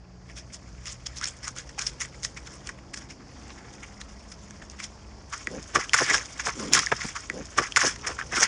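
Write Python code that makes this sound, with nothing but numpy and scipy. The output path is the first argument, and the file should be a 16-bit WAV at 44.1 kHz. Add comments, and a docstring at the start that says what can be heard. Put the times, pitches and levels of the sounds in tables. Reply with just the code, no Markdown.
"""Far traffic rumbles under two droning engine tones, then a badger pads over dry leaf litter in a wood.
It leaves, and from 5.3 s a wild boar walks close by: louder crunches, soil thuds and two huffs.
Footfalls are swells of tiny fractures ringing leaf fragments; snaps strike those fragments and ring the twig.
Thuds are lumpy noise in low earth resonances, huffs are breath noise in moving resonances.
The background is filtered noise and drifting sines; one stretch of the boar's steps is played a second time."""
import sys
import numpy as np
from scipy import signal
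from scipy.fft import rfft, irfft
from scipy.io import wavfile

SR = 44100
rng = np.random.default_rng(int(sys.argv[2]) if len(sys.argv) > 2 else 0)


def put_to_file(sound):
    """Save the sound as 16-bit audio at rate SR, in the file named by the first command-line argument."""
    columns = np.atleast_2d(sound).T  # one column per channel
    safe = np.clip(columns, -1, 1)
    whole_steps = np.round(safe * 32767)
    wavfile.write(sys.argv[1], SR, whole_steps.astype(np.int16))


def ratio(d):
    """dB to gain"""
    e = np.asarray(d, float) / 20
    return 10 ** e


N = 373835

# Footfalls in the litter; depth is coarse over fine crackle:
# (peak time [s], relative level [dB], length [ms], depth [dB], pitch of the coarse crackle [Hz])
FOOTFALLS = [(0.304, -46.5, 34, 5, 2240), (0.38, -37.5, 35, -6.5, 2300), (0.545, -40.5, 32, -18, 2290),
             (0.875, -34.5, 35, -6, 2320), (0.911, -38.5, 48, -12, 1950), (1.066, -31, 12, -6, 2200),
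             (1.178, -36.5, 31, -22, 1500), (1.238, -31.5, 32, -1, 1830), (1.28, -32.5, 34, -10, 2740),
             (1.446, -36, 25, -2.5, 2150), (1.482, -32.5, 24, -1, 1400), (1.588, -36, 41, -7, 1660),
             (1.694, -35.5, 4.8, -8, 1680), (1.791, -31, 17.5, -3, 1900), (1.821, -30.5, 38, -4, 1610),
             (1.876, -32.5, 38, -11, 2440), (2.015, -26, 24.5, -2, 2020), (2.049, -39.5, 33, -1.5, 1890),
             (2.25, -30, 29, -24, 2080), (2.374, -34, 17, 7.5, 2170), (2.474, -38.5, 17.7, 3.5, 1590),
             (2.534, -47, 82, -1, 1390), (2.677, -42.5, 46, -1, 2730), (2.694, -32, 9.7, 5, 1500),
             (2.941, -33, 11, -4, 1710), (2.975, -38, 29, -5, 1800), (3.022, -47, 58, 0, 1890),
             (3.112, -41, 33, 1, 2460), (3.835, -38, 17, 8, 2380), (4.012, -41.5, 18, -6, 2320),
             (4.322, -37.5, 11, -9, 1890), (4.623, -41, 10, 5, 1800), (4.713, -44.5, 15, -12, 2000),
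             (4.803, -37.5, 25, 0, 2210), (4.842, -34, 36, -10, 2200), (5.337, -28, 25, 6, 1350),
             (5.38, -45, 110, -1, 1460), (5.759, -19.5, 24.3, 4, 1260), (5.803, -28.5, 36, 6, 1570),
             (5.845, -37, 36, -2, 1480), (5.944, -11, 13.4, 0, 1420), (5.99, -18, 47, 5, 1670),
             (6.047, -28.5, 110, -3.5, 2110), (6.106, -23.5, 71, 6.5, 1900), (6.145, -16, 24.6, 0, 1380),
             (6.179, -30.5, 69, 2, 1730), (6.402, -25.5, 17.5, 7, 1900), (6.465, -30, 45, -3, 1570),
             (6.489, -24, 27, 11, 1230), (6.601, -34.5, 25, 2, 1090), (6.642, -35.5, 55, 7, 1060),
             (6.748, -15.5, 35, -8, 1510), (6.775, -18, 20, 4, 1570), (6.796, -18.5, 14, -1, 1770),
             (6.826, -29.5, 43, 3, 1770), (6.923, -14.5, 11.6, 23, 1700), (7.016, -29.5, 21, 4, 1760),
             (7.054, -34, 56, -1.5, 1740), (7.091, -35.5, 6.8, -3, 1540), (7.866, -20.5, 65, 0, 1840),
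             (8.046, -34, 23, 35, 1170), (8.074, -22, 14, -0.5, 1730), (8.103, -32.5, 43, 8, 1230),
             (8.196, -29, 20, 10, 1650), (8.224, -31.5, 10, 18, 1370), (8.334, -29, 34, 9.5, 1720),
             (8.375, -21, 48, 3.5, 1390), (8.407, -20.5, 16, -2, 1610), (8.433, -17.5, 38, 0.5, 2000)]
# Twigs and stiff leaves breaking; depth is coarse over fine:
# (time [s], relative level [dB], depth [dB], pitch of the coarse part [Hz])
TWIG_SNAPS = [(0.8567, -22, -7, 2070), (1.0648, -34, -2, 2030), (1.1753, -30, -20, 1700),
              (1.213, -14, 3, 1350), (1.243, -11, -14, 2100), (1.256, -13, -13, 2340),
              (1.43, -27, -3, 2200), (1.4801, -11, -4.5, 1510), (1.5635, -20, -4, 1430),
              (1.779, -19, 21, 826), (1.793, -9.5, -6, 2480), (1.8212, -15, -7, 1920),
              (2.2323, -16, -6, 2010), (2.237, -15, -16, 2160), (2.249, -5.5, 2, 1930),
              (2.6724, -15.5, -26, 2090), (2.6913, -20.5, 20, 1830), (2.9406, -15, 14, 1880),
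              (3.504, -21.5, 13, 4020), (4.0145, -12, 9, 4030), (4.3197, -29.5, 14, 1780),
              (4.5083, -25.5, -5, 1710), (4.624, -26.5, 8, 1730), (4.6995, -24, -4, 2740),
              (4.802, -16, 5, 2180), (5.4715, -6, 9, 1910), (5.6278, -24, -23, 2000),
              (5.8944, -11.5, 9, 3300), (5.9342, 3.5, 4, 2130), (5.9444, 4, 6, 1510), (6.1, -3, 3, 1420),
              (6.2578, -23, -11, 1410), (6.3974, -17, 3, 2100), (6.47, -5.5, 24, 1590),
              (6.5031, -16, -3, 1440), (6.597, -23, -18, 1200), (6.735, 6, -7.5, 2460),
              (6.7503, 2, 7, 1810), (6.7915, -2, -7, 1920), (6.8627, -9, 1, 5040), (6.87, -6.5, 14, 1860),
              (6.918, 5, 32.5, 1292), (7.9607, -20, 1.5, 1897), (8.0541, -19, 15, 1680),
              (8.189, -8, 29, 1500), (8.2127, -9.5, 20, 1730), (8.383, -11, 6, 1370),
              (8.4294, -2, 13, 1760)]
# The boar's weight on the soil: (peak time [s], relative level [dB], length [ms], pitch [Hz])
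SOIL_THUDS = [(5.477, -42.5, 8.3, 303), (5.766, -36.5, 44, 414), (5.947, -38.5, 14, 590),
              (6.016, -33, 26, 418), (6.135, -46.5, 120, 443), (6.477, -36, 28, 677),
              (6.751, -43, 107, 280), (6.923, -31, 13.6, 515), (7.051, -41.5, 11.4, 195),
              (7.868, -36.5, 16, 350), (8.084, -47.5, 67, 486), (8.335, -37.5, 14, 563),
              (8.377, -40.5, 19, 345), (8.424, -40.5, 36, 720)]
# The boar huffing through its snout: (start [s], length [s], level [dB], top of the arch [Hz])
SNOUT_HUFFS = [(5.483, 0.1185, -39.5, 535), (6.552, 0.15, -37.5, 437)]
# Litter settling and brushed between steps: (time [s], relative level [dB], depth, coarse over fine [dB])
LITTER_RUSTLE = [(0, -65.5, 37), (.3, -62.5, 4), (1.2, -54, 0.5), (2.3, -54, -3), (3.2, -62, 9),
                 (3.43, -51.5, 2), (4, -56, 0), (4.8, -55, -2.5), (5.27, -60.5, 4), (5.33, -50.5, -1.5),
                 (6.3, -45.5, -2), (7.1, -41, -3.5), (7.95, -47.5, -6.5), (8.48, -54, 0)]
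# Colour laid over the litter sounds: (frequency [Hz], relative density [dB per Hz])
LITTER_TONE = [(400, -30), (700, -7), (900, -5), (1130, 1), (2250, 0), (2700, -5), (3400, -7.5),
               (4000, -14), (4600, -10), (5300, 0), (6900, -4), (7700, -12), (9600, -19), (11000, -34)]
# Tone of far traffic and air: (frequency [Hz], relative density [dB per Hz])
AIR_TONE = [(22, -43), (36, -3), (110, -0.5), (200, -5), (320, -9), (600, -12), (1000, -16), (2100, -31.5),
            (3700, -48), (5800, -10.5), (7200, -47.5), (11000, -67)]
# Fader for far traffic and air: (time [s], relative level [dB])
AIR_FADER = [(0, -60.5), (.4, -56.5), (3.7, -52.5), (5.3, -54.5), (8.48, -50)]
# Engine tones far off, lower and higher: (time [s], pitch [Hz], level [dB])
LOW_ENGINE = [(0, 124, -60), (.6, 122.9, -53.5), (1.8, 129.4, -54.5), (3.2, 135.2, -58), (3.9, 141.4, -79),
              (4.5, 139, -80)]
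HIGH_ENGINE = [(0, 180, -55), (.8, 187, -59), (1.6, 192, -70), (2.4, 195, -60), (4.1, 203, -58),
               (5.25, 208, -58), (5.32, 208, -90)]


def litter():
    """Fractures and friction hiss excite leaf fragments of all sizes; snaps strike them all."""
    split_hz = 3455   # coarse crackle below, fine above
    s, db, length_ms, depth_db, crunch_hz = np.transpose(FOOTFALLS)
    rustle_db, rustle_depth_db = in_time(LITTER_RUSTLE)
    snap_s, snap_db, snap_depth_db, snap_hz = np.transpose(TWIG_SNAPS)
    # whole leaves breaking shake fragments of every size
    cracks = fractures(per_s=300, spread_db=3.0, clump_db=3.5)
    coarse = pieces(LITTER_TONE, 706, split_hz, count=16)
    fine = pieces(LITTER_TONE, split_hz, 10920, count=12)
    out = np.zeros(N)
    for side, band in ((1, coarse), (-1.03, fine)):
        count = len(band[0])

        def share(depth):
            """Level of this band in dB when power is split between coarse and fine."""
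            return -10 * np.log10(1 + ratio(-2 * side * depth))

        press, pitch = swells(s, db + share(depth_db), length_ms, crunch_hz,
                              rise_share=0.5, rise_bend=1.9, fall_bend=1.11)
        rustle = ratio(rustle_db + share(rustle_depth_db) + 2.4 * drift(43))
        clicks = fractures(per_s=5000, spread_db=4.2, clump_db=3.5)
        dealt = rng.integers(0, count, N)   # which fragment each click goes to
        hiss = rng.standard_normal((2, N))
        chance = rng.standard_normal((len(TWIG_SNAPS), count, 2))
        for k, (hz, gain) in enumerate(zip(*band)):
            # the size of the leaf under the foot sets the pitch of the coarse crackle
            chosen = near(hz, pitch, width=.3, rest=.38) if side > 0 else 1
            struck = near(hz, np.log(snap_hz), width=.2, rest=.22 if side > 0 else .8)
            push = np.hypot(press * chosen, rustle)
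            push = push * ratio(4.0 * drift(25))   # fragments come and go
            own_clicks = 0.62 * np.sqrt(count) * clicks * (dealt == k)
            drive = push * (own_clicks + 0.48 * hiss[k % 2] + 0.38 * cracks * (-1) ** k)
            # a break runs through the twig for a fraction of a millisecond,
            # each fragment struck differently
            at = np.round((snap_s + 0.00043 * chance[:, k, 0]) * SR).astype(int)
            hit = ratio(snap_db + share(snap_depth_db) + 7.0 + 2.0 * chance[:, k, 1])
            np.add.at(drive, at, struck * hit * (-1) ** k)
            out += gain * resonance(drive, hz, cycles=16.6)
    return coloured(out, LITTER_TONE)


def twigs():
    """Each broken piece rings on briefly at its own pitch, stronger the coarser the break."""
    trim_db, ring_cycles, rise_s = -9, 27, .0008   # the ring drops 60 dB in ring_cycles
    out, t = np.zeros(N + SR), np.arange(SR // 20) / SR
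    for s, db, depth_db, hz in TWIG_SNAPS:
        at = round(s * SR)
        fall = ratio(db + trim_db - 60 * hz * t / ring_cycles)
        coarse_share = 1 / np.sqrt(1 + ratio(-2 * depth_db))
        onset = 1 - np.exp(-t / rise_s)
        out[at:at + len(t)] += fall * coarse_share * np.sin(2 * np.pi * hz * t) * onset
    return out[:N]


def soil():
    """Soft lumpy noise in the low resonances of compressed earth."""
    press, pitch = swells(*np.transpose(SOIL_THUDS), rise_share=0.51, rise_bend=5.6, fall_bend=2.4)
    lumps = fractures(per_s=3500, spread_db=6.0, clump_db=5.5)
    hiss = rng.standard_normal((2, N))
    out = np.zeros(N)
    for k, hz in enumerate(np.geomspace(130, 850, 10)):
        push = press * near(hz, pitch, width=0.47, rest=0.42)
        drive = push * (0.67 * lumps + 0.45 * hiss[k % 2])
        out += twice_resonant(drive, hz, cycles=5.2) * np.sqrt(hz / SR)
    dull = signal.butter(2, 950, "low", fs=SR, output="sos")
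    return ratio(9.0) * signal.sosfilt(dull, out)


def huffs():
    """Breath noise in narrow resonances: a steady snout hollow and an arch rising and falling with the breath."""
    hollow_hz, arch_foot_hz, arch_db = 240, 250, 3
    out = np.zeros(N)
    for s, length, db, top_hz in SNOUT_HUFFS:
        flow = np.sin(np.linspace(0, np.pi, round(length * SR)))
        arch = np.log(arch_foot_hz + (top_hz - arch_foot_hz) * flow)
        breath = rng.standard_normal((2, SR // 4))[:, :len(flow)] * flow ** .6
        puff = np.zeros(len(flow))
        for k, hz in enumerate(np.geomspace(150, 700, 16)):
            hollow = near(hz, np.log(hollow_hz), width=0.39, rest=0.037)
            opening = hollow + ratio(arch_db) * near(hz, arch, width=0.23, rest=0)
            puff += twice_resonant(breath[k % 2] * opening, hz, cycles=11.0)
        out[round(s * SR):][:len(flow)] += ratio(db) * puff / puff.std()
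    return out


def trees(x):
    """A short dull scatter from trunks and the bank: a decaying noise tail of unit energy."""
    t = np.arange(SR // 8) / SR
    tail = rng.standard_normal(len(t)) * ratio(-60 * t / 0.1) * (t > .002)
    tail = signal.lfilter([.6], [1, -.4], tail)
    return signal.fftconvolve(x, tail / np.sqrt(np.sum(tail ** 2)))[:N]


def drone(rows):
    """A far engine: a mostly rising sine that wavers on its way through the air."""
    hz, db = in_time(rows)
    phase = 2 * np.pi * np.cumsum(hz + 0.59 * drift(3.8)) / SR
    return np.sqrt(2) * ratio(db + 1.2 * drift(3.4)) * np.sin(phase)


def rumble():
    """The deep band of far traffic: noise twice through one low resonance."""
    band = twice_resonant(rng.standard_normal(N + SR), 58.3, cycles=6.0)[SR:]
    return band / band.std() * ratio(-51.5 + 1.2 * drift(.6))


def air():
    """Far traffic and air: third-octave bands of noise, each wavering a little."""
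    out, edges = 0, 22 * 2 ** np.arange(0, 9.1, 1 / 3)
    white = rng.standard_normal((2, N + SR))
    for k, (low, high) in enumerate(zip(edges, edges[1:])):
        sos = signal.butter(2, [low, high], "band", fs=SR, output="sos")
        band = signal.sosfilt(sos, white[k % 2])[SR:]
        out = out + band * ratio(at_hz(AIR_TONE, np.sqrt(low * high)) + 1.9 * drift(0.65))
    return out / out.std() * ratio(in_time(AIR_FADER)[0] + 4.5)


def swells(s, db, length_ms, hz, rise_share, rise_bend, fall_bend):
    """Bursts about 9 dB down one rise before and one fall after the peak: summed size, mean log pitch."""
    power, pitch = np.full(N, 1e-18), np.zeros(N)
    step = np.arange(-SR // 5, SR // 5)
    rises, falls = rise_share * length_ms, (1 - rise_share) * length_ms
    bend = np.where(step < 0, rise_bend, fall_bend)   # the foot lands more abruptly than it lifts
    for at, level_db, rise, fall, log_hz in zip(s, db, rises, falls, np.log(hz)):
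        away = np.abs(step) * 1000 / SR / np.where(step < 0, max(rise, 1), max(fall, 1))
        where = round(at * SR) + step
        inside = (where >= 0) & (where < N)
        burst = ratio(2 * level_db - 17.9 * (away ** bend)[inside])   # power
        power[where[inside]] += burst
        pitch[where[inside]] += burst * log_hz
    return np.sqrt(power), pitch / power   # the louder burst dominates the pitch


def fractures(per_s, spread_db, clump_db):
    """Random clicks of very uneven size that come in clumps; rms 1."""
    sizes = ratio(spread_db * np.minimum(rng.exponential(1, N), 5)) * rng.choice([-1, 1], N)
    clicks = sizes * (rng.random(N) < per_s * ratio(clump_db * drift(60)) / SR)
    return clicks / clicks.std()


def pieces(spectrum, low_hz, high_hz, count):
    """Pitches of the ringing fragments and their gains, total power 1 once coloured."""
    hz = np.geomspace(low_hz, high_hz, count)
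    return hz, np.sqrt(hz / np.sum(hz * ratio(2 * at_hz(spectrum, hz))))


def near(hz, log_pitch, width, rest):
    """How readily a resonance at hz answers: most near the given log pitch, a rest everywhere."""
    return rest + np.exp(-((np.log(hz) - log_pitch) / width) ** 2)


def resonance(x, hz, cycles):
    """A ring that dies by 60 dB in so many cycles; white noise keeps roughly its rms."""
    r, w = ratio(-60 * hz / (cycles * SR)), 2 * np.pi * hz / SR
    ring = signal.lfilter([1, 0, -1], [1, -2 * r * np.cos(w), r * r], x + 1e-18)
    return ring * np.sqrt((1 - r * r) / 2)


def twice_resonant(x, hz, cycles):
    """The same resonance twice in a row, for steeper skirts and a softer onset."""
    return resonance(resonance(x, hz, cycles), hz, cycles)


def coloured(x, spectrum, size=2048):
    """A causal filter with the given spectrum: the cepstrum is folded onto positive times."""
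    hz = np.arange(1, size // 2 + 2) * SR / size
    cepstrum = irfft(np.log(ratio(at_hz(spectrum, hz))))
    cepstrum[1:size // 2] *= 2
    cepstrum[size // 2 + 1:] = 0
    return signal.fftconvolve(x, irfft(np.exp(rfft(cepstrum))))[:N]


def drift(rate):
    """Slow chance with spread 1; rate is its corner in Hz, drawn once per 40 samples."""
    r = np.exp(-80 * np.pi * rate / SR)
    slow = signal.lfilter([1], [1, -2 * r, r * r], rng.standard_normal(N // 40 + 2002))[2000:]
    return np.interp(np.arange(N) / 40, np.arange(len(slow)), slow / slow.std())


def in_time(rows):
    """Columns of a table at every sample."""
    s, *columns = np.transpose(rows)
    return [np.interp(np.arange(N) / SR, s, c) for c in columns]


def at_hz(points, hz):
    """A spectrum in dB read on a log-frequency axis."""
    point_hz, db = np.transpose(points)
    return np.interp(np.log(hz), np.log(point_hz), db)


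def scene():
    """Steps and huffs with their scatter over the far background."""
    steps = litter() + twigs() + soil() + huffs()
    background = air() + rumble() + drone(LOW_ENGINE) + drone(HIGH_ENGINE)
    return (steps + ratio(-19.5) * trees(steps) + background)[None]


def band_limit(x):
    """A steep low-pass at the top of the band."""
    return signal.sosfilt(signal.butter(12, 16840, fs=SR, output="sos"), x)


def record(dry):
    """A stretch is spliced in again with short fades; the top is cut and peaks are rounded."""
    from_s, to_s, lag = 5.30, 6.03, 80600   # the stretch returns lag samples later
    t = (np.arange(N) - lag) / SR   # time within the material being replayed
    fade = np.clip(np.minimum((t - from_s) / .03, (to_s - t) / .05) + .5, 0, 1)
    x = np.sqrt(1 - fade) * dry + np.sqrt(fade) * np.roll(dry, lag, axis=1)
    top_cut = signal.cheby2(12, 50, 11500, fs=SR, output="sos")
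    x = np.tanh(signal.sosfilt(top_cut, x))
    return band_limit(x)


dry = scene()
out = record(dry)
put_to_file(out)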